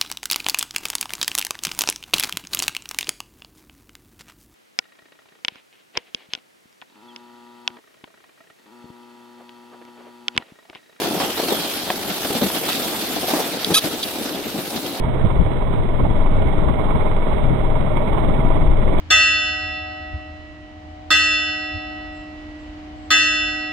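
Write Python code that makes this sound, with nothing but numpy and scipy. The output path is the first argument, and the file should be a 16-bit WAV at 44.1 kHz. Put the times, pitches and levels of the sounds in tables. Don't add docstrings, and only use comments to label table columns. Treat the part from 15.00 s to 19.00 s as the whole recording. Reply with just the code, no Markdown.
import sys
import numpy as np
from scipy import signal
from scipy.fft import rfft, irfft
from scipy.io import wavfile
from scipy.ndimage import uniform_filter1d, map_coordinates

SR = 44100
rng = np.random.default_rng(int(sys.argv[2]) if len(sys.argv) > 2 else 0)


def output_pcm(signal):
    pcm = np.clip(np.atleast_2d(signal).T, -1, 1) * 32767
    wavfile.write(sys.argv[1], SR, np.round(pcm).astype(np.int16))


N = 176400

# (time [s], cycle rate [Hz])
ENGINE_SPEED = [(0, 18.79), (1.2, 18.78), (2.4, 18.72), (4, 18.72)]


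def engine_cycles():
    first_beat_s = .0375
    rate_hz = curve(ENGINE_SPEED)
    return np.cumsum(rate_hz) / SR - first_beat_s * rate_hz[0]


def exhaust_throb(cycles):
    # (left [dB], right [dB])
    harmonics = [(-15.5, -19), (-30, -33), (-34, -40.5), (-55.5, -45.5), (-40.5, -40), (-40, -44),
                 (-34, -36.5), (-47, -48.5)]
    waver_db = 3
    offsets = np.append(0, rng.random(len(harmonics) - 1))
    out = 0
    for k, (left, right) in enumerate(harmonics):
        wave = -np.sqrt(2) * np.cos(2 * np.pi * ((k + 1) * cycles + offsets[k]))
        out += undb([[left], [right]]) * wave * undb(waver_db * walk(5))
    return out


def burst_power(cycles):
    # (place in cycle [cycles], width [cycles], level [dB])
    bursts = [(-.22, 0.043, -9), (-.09, 0.03, -4), (.01, 0.03, 1.5), (.16, 0.06, -1.5), (.34, 0.023, -1)]
    beat_scatter_db, burst_scatter_db, floor_db = .3, 1.85, -3.5
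    beat = np.floor(cycles + .5).astype(int) + 1
    place = cycles + 1 - beat
    scatter = rng.standard_normal((beat.max() + 1, len(bursts) + 1))
    power = undb(floor_db) ** 2
    for k, (at, width, db) in enumerate(bursts):
        gain = undb(db + burst_scatter_db * scatter[:, k] + beat_scatter_db * scatter[:, -1])[beat]
        power += gain ** 2 * np.exp(-.5 * ((place - at) / width) ** 2)
    return power


def engine_roar(cycles):
    # (frequency [Hz], density [dB])
    spectrum = [(30, -21), (100, -3.5), (180, 0.5), (280, -2.5), (400, 1.5), (520, -3), (700, -5.5),
                (1020, -6), (1120, -8.5), (1250, -11.5), (1450, -14.5), (1620, -25.5), (1950, -17),
                (2550, -26.5), (3050, -26), (3600, -23.5), (4100, -33.5)]
    # (frequency [Hz], width [Hz], lift [dB])
    resonances = [(250, 49, 3), (304.4, 9.4, 6), (436, 15, 1.5), (599, 69, 5), (640, 58, 2), (800, 73, 3),
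                  (972, 27, 4.5), (2204, 205, 10), (3347, 230, 6)]
    # (time [s], gain [dB])
    loudness = [(0, -0.5), (.3, -1), (.7, -2), (1.1, -0.94), (1.5, 0.5), (1.9, 0.2), (2.2, 0.7), (2.4, 0.9),
                (2.63, 0), (2.9, 0.46), (3.2, 2.5), (3.58, 1.6), (3.75, -1.5), (4, 3.5)]
    level_db, clatter_share, jitter_s = -21.5, .22, .00032
    period = 2 * int(SR / ENGINE_SPEED[0][1] / 2)
    envelope = np.sqrt(burst_power(cycles))
    sides = []
    for _ in range(2):
        knocks = irfft(np.exp(2j * np.pi * rng.random(period // 2 + 1)))
        position = (cycles * period + jitter_s * SR * walk(14)) % period
        clatter = unit(map_coordinates(knocks, [position], mode="grid-wrap"))
        drive = np.sqrt(clatter_share) * clatter + np.sqrt(1 - clatter_share) * rng.standard_normal(N)
        sides.append(unit(colour(envelope * drive, spectrum, resonances)))
    return np.array(sides) * undb(level_db + curve(loudness))


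def exhaust_barks():
    # (time [s], level [dB])
    barks = [(.045, -25.5), (.615, -26.5), (.998, -23.5), (1.052, -26), (1.208, -24), (1.263, -21),
             (1.689, -20), (1.796, -22), (1.893, -20), (1.918, -22.5), (1.957, -21.5), (2.006, -20.5),
             (2.062, -22), (2.108, -29), (2.272, -28.5), (2.321, -22), (2.76, -26.5), (2.975, -24),
             (3.135, -21.5), (3.184, -18.5)]
    # (frequency [Hz], density [dB])
    spectrum = [(200, -28.5), (600, -18.5), (820, 2), (1020, 0.5), (1150, -7), (1300, -13.5), (1700, -23),
                (4000, -34)]
    return noise_bursts(barks, spectrum, width_s=.006)


def hull_rings():
    # (time [s], pitch [Hz], level [dB])
    rings = [(2.058, 620, -22.5), (2.33, 576, -24.5), (2.397, 617, -21), (2.52, 648, -25.5),
             (2.717, 628, -24), (2.917, 604, -20.5), (3.015, 605, -21), (3.085, 630, -24),
             (3.24, 616.7, -23.5), (3.347, 637, -23), (3.46, 657, -25), (3.563, 629, -22),
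             (3.757, 620, -24.5)]
    width_s, waver = .0069, .03
    clock_s = np.cumsum(1 + waver * walk(200)) / SR
    return sum(undb(db) * np.sqrt(swell(at, width_s)) * tone(hz, clock_s) for at, hz, db in rings)


def fitting_rattles():
    # (time [s], level [dB])
    rattles = [(.465, -34.5), (1.422, -37), (1.487, -33.5), (1.745, -39.5), (1.803, -35), (1.905, -38),
               (2.016, -32), (2.075, -31), (2.232, -38), (2.381, -35), (2.971, -26), (3.083, -30),
               (3.345, -35.5), (3.403, -34.5), (3.824, -35.5), (3.987, -32)]
    # (frequency [Hz], density [dB])
    spectrum = [(1000, -33.5), (1900, -12.5), (2130, 8), (2260, 5.5), (2500, -8.5), (3000, -22.5),
                (3400, -13), (4000, -34)]
    return noise_bursts(rattles, spectrum, width_s=.0066)


def other_boat():
    # (time [s], firing rate [Hz])
    pitch = [(0, 159), (1.6, 159), (2.3, 158), (2.7, 158), (3.0, 155.5), (3.25, 159), (3.55, 164),
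             (3.8, 156), (4, 165.5)]
    # (time [s], level [dB])
    loudness = [(0, -38), (.8, -40.5), (1.5, -31), (2.1, -31.5), (2.45, -32), (3.1, -29.5), (3.55, -29),
                (4, -46)]
    # (multiple of firing rate, level [dB])
    harmonics = [(1, -3), (4, 2), (5, -1), (6, -6), (7, -10.5)]
    waver = .01102
    firings = np.cumsum(curve(pitch) * (1 + waver * walk(45))) / SR
    drone = sum(undb(db) * np.sin(2 * np.pi * (k * firings + rng.random())) for k, db in harmonics)
    return unit(drone) * undb(curve(loudness))


def wind():
    # (time [s], width [s], left [dB], right [dB])
    gusts = [(0.092, 0.015, -19, -25), (0.257, 0.01, -16, -7.5), (.32, .035, -17, -36),
             (0.403, 0.0067, -4.5, -32), (0.464, 0.0045, -21, -15.5), (.78, 0.025, -16.5, -26),
             (0.848, 0.019, -17.5, -33), (1.031, 0.018, -11, -14), (1.09, 0.0042, -8, -34),
             (1.383, 0.027, -16, -32), (1.47, 0.01, -14.5, -15), (1.585, 0.0077, -11, -36),
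             (1.689, 0.02, -11.5, -23), (1.961, 0.023, -12, -34), (2.45, 0.023, -16.5, -23),
             (2.506, 0.015, -10.5, -20), (2.825, 0.019, -16, -34), (3.218, 0.039, -20.5, -39),
             (3.364, 0.15, -20, -30.5), (3.607, 0.039, -15, -17.5), (3.702, 0.03, -13.5, -19),
             (3.936, 0.0042, -26, -20)]
    # (frequency [Hz], density [dB])
    spectrum = [(5, -32), (14, 2.5), (40, 0.5), (70, -4), (130, -12), (200, -16.5), (320, -21.5),
                (600, -33.5), (1200, -46), (2000, -77)]
    breeze_db, flicker_db = (-19.5, -25.5), 1.5
    sides = []
    for side in range(2):
        power = undb(breeze_db[side] + flicker_db * walk(4.6)) ** 2
        for at, width_s, *db in gusts:
            power += undb(db[side]) ** 2 * swell(at, width_s)
        sides.append(np.sqrt(power) * noise(spectrum))
    return np.array(sides)


def wind_thumps():
    # (time [s], pitch [Hz], left [dB], right [dB])
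    thumps = [(.069, 115, -17, -28), (0.247, 135, -28, -10), (0.305, 95, -23, -26), (0.363, 125, -15, -22),
              (.416, 175, -8, -33), (0.46, 130, -27, -13.5), (0.712, 126, -14.5, -13.5),
              (0.787, 100, -19.5, -32), (0.998, 100, -12, -30), (1.033, 85, -23, -11.5),
              (1.067, 190, -20, -17), (1.111, 85, -11, -31), (1.37, 128.9, -17, -26),
              (1.429, 121, -17.5, -24), (1.46, 70.3, -11.5, -20), (1.55, 140, -16, -23),
              (1.584, 75, -14.5, -25), (1.624, 115, -15.5, -34), (1.708, 140, -13, -32),
              (1.957, 125.6, -14.5, -21), (2.509, 114.2, -20, -25), (2.531, 132, -16.5, -16.5),
              (3.118, 117, -15.5, -20), (3.292, 280, -21, -18.5), (3.394, 140, -14.5, -16.5),
              (3.45, 160, -15, -15.5), (3.632, 124, -12.5, -22), (3.723, 125, -19, -19)]
    # (frequency [Hz], density [dB])
    rush_spectrum = [(40, -5), (130, -1), (290, -1.5), (450, -8.5), (800, -21.5), (2000, -60.5)]
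    width_s, waver, rush_db = .0023, .12, -6
    clock_s = np.cumsum(1 + waver * walk(200)) / SR
    rush = undb(rush_db) * noise(rush_spectrum)
    return sum(undb([[left], [right]]) * np.sqrt(swell(at, width_s)) * (tone(hz, clock_s) + rush)
               for at, hz, left, right in thumps)


def water():
    # (frequency [Hz], density [dB])
    spectrum = [(60, 2.5), (300, -5), (700, -7), (1200, -12), (1700, -14), (2600, -22.5), (3500, -18.5),
                (4100, -22.5)]
    level_db, flicker_db = -29.5, 1.5
    sides = [rng.standard_normal(N) * undb(flicker_db * walk(30)) for _ in range(2)]
    return undb(level_db) * np.array([unit(colour(side, spectrum)) for side in sides])


def muffled_port(left, right):
    # (frequency [Hz], gain [dB])
    muffling = [(30, -5.5), (170, -0.5), (260, -8.5), (400, -12), (650, -9), (820, -19.5), (1100, -21),
                (1350, -26), (1650, -31), (2200, -35), (3000, -28), (3800, -18)]
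    # (frequency [Hz], phase [rad])
    phase_lead = [(30, -2.5), (200, -0.2), (420, 2), (540, 1.65), (610, 1.26), (760, -3), (950, -5)]
    leak_share, leak_cutoff_hz = .36, 900
    hz = np.arange(N // 2 + 1) * SR / N
    share = leak_share / (1 + (hz / leak_cutoff_hz) ** 6)
    mixed = np.sqrt(1 - share) * rfft(left) + np.sqrt(share) * rfft(right)
    return irfft(mixed * undb(log_curve(hz, muffling)) * np.exp(1j * log_curve(hz, phase_lead)))


def undb(db):
    return 10 ** (np.asarray(db) / 20)


def unit(x):
    return x / np.std(x)


def curve(rows):
    return np.interp(np.arange(N) / SR, *np.array(rows).T)


def log_curve(hz, rows):
    row_hz, values = np.array(rows).T
    return np.interp(np.log(np.maximum(hz, 1)), np.log(row_hz), values)


def walk(rate_hz):
    hold = int(SR / rate_hz)
    steps = np.repeat(rng.standard_normal(N // hold + 2), hold)
    return unit(uniform_filter1d(uniform_filter1d(steps, hold), hold)[:N])


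def swell(at_s, width_s):
    return np.exp(-.5 * np.minimum(((np.arange(N) / SR - at_s) / width_s) ** 2, 100))


def tone(hz, clock_s):
    return np.sqrt(2) * np.sin(2 * np.pi * (hz * clock_s + rng.random()))


def colour(x, spectrum, resonances=()):
    hz = np.arange(N + 1) * SR / (2 * N)
    db = log_curve(hz, spectrum)
    for centre_hz, width_hz, lift_db in resonances:
        db += lift_db / (1 + (2 * (hz - centre_hz) / width_hz) ** 2)
    cepstrum = irfft(np.log(undb(db)))
    cepstrum[1:N] *= 2
    cepstrum[N + 1:] = 0
    return irfft(rfft(np.tile(x, 2)) * np.exp(rfft(cepstrum)))[:N]


def noise(spectrum):
    return unit(colour(rng.standard_normal(N), spectrum))


def noise_bursts(events, spectrum, width_s):
    power = sum(undb(db) ** 2 * swell(at, width_s) for at, db in events)
    return np.sqrt(power) * np.array([noise(spectrum) for _ in range(2)])


def scene():
    cycles = engine_cycles()
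    left, right = engine_roar(cycles) + exhaust_barks() + fitting_rattles() + water()
    left = left + other_boat()
    right = right + other_boat() + hull_rings()
    return np.array([muffled_port(left, right), right]) + exhaust_throb(cycles) + wind() + wind_thumps()


def record(dry):
    band_hz, sample_hz, top_hz = 3980, 12000, 15500
    rounded = dry / (1 + dry ** 8) ** (1 / 8)
    narrow = signal.sosfilt(signal.ellip(12, .2, 80, band_hz, fs=SR, output="sos"), rounded)
    taps = np.arange(0, N, SR / sample_hz)
    coarse = [map_coordinates(side, [taps], mode="nearest") for side in narrow]
    oversampled = np.array([np.interp(np.arange(4 * N) / 4, taps, side) for side in coarse])
    joined = signal.resample_poly(oversampled, 1, 4, axis=1)
    return signal.sosfilt(signal.ellip(10, .2, 70, top_hz, fs=SR, output="sos"), joined)


dry = scene()
out = record(dry)
output_pcm(out)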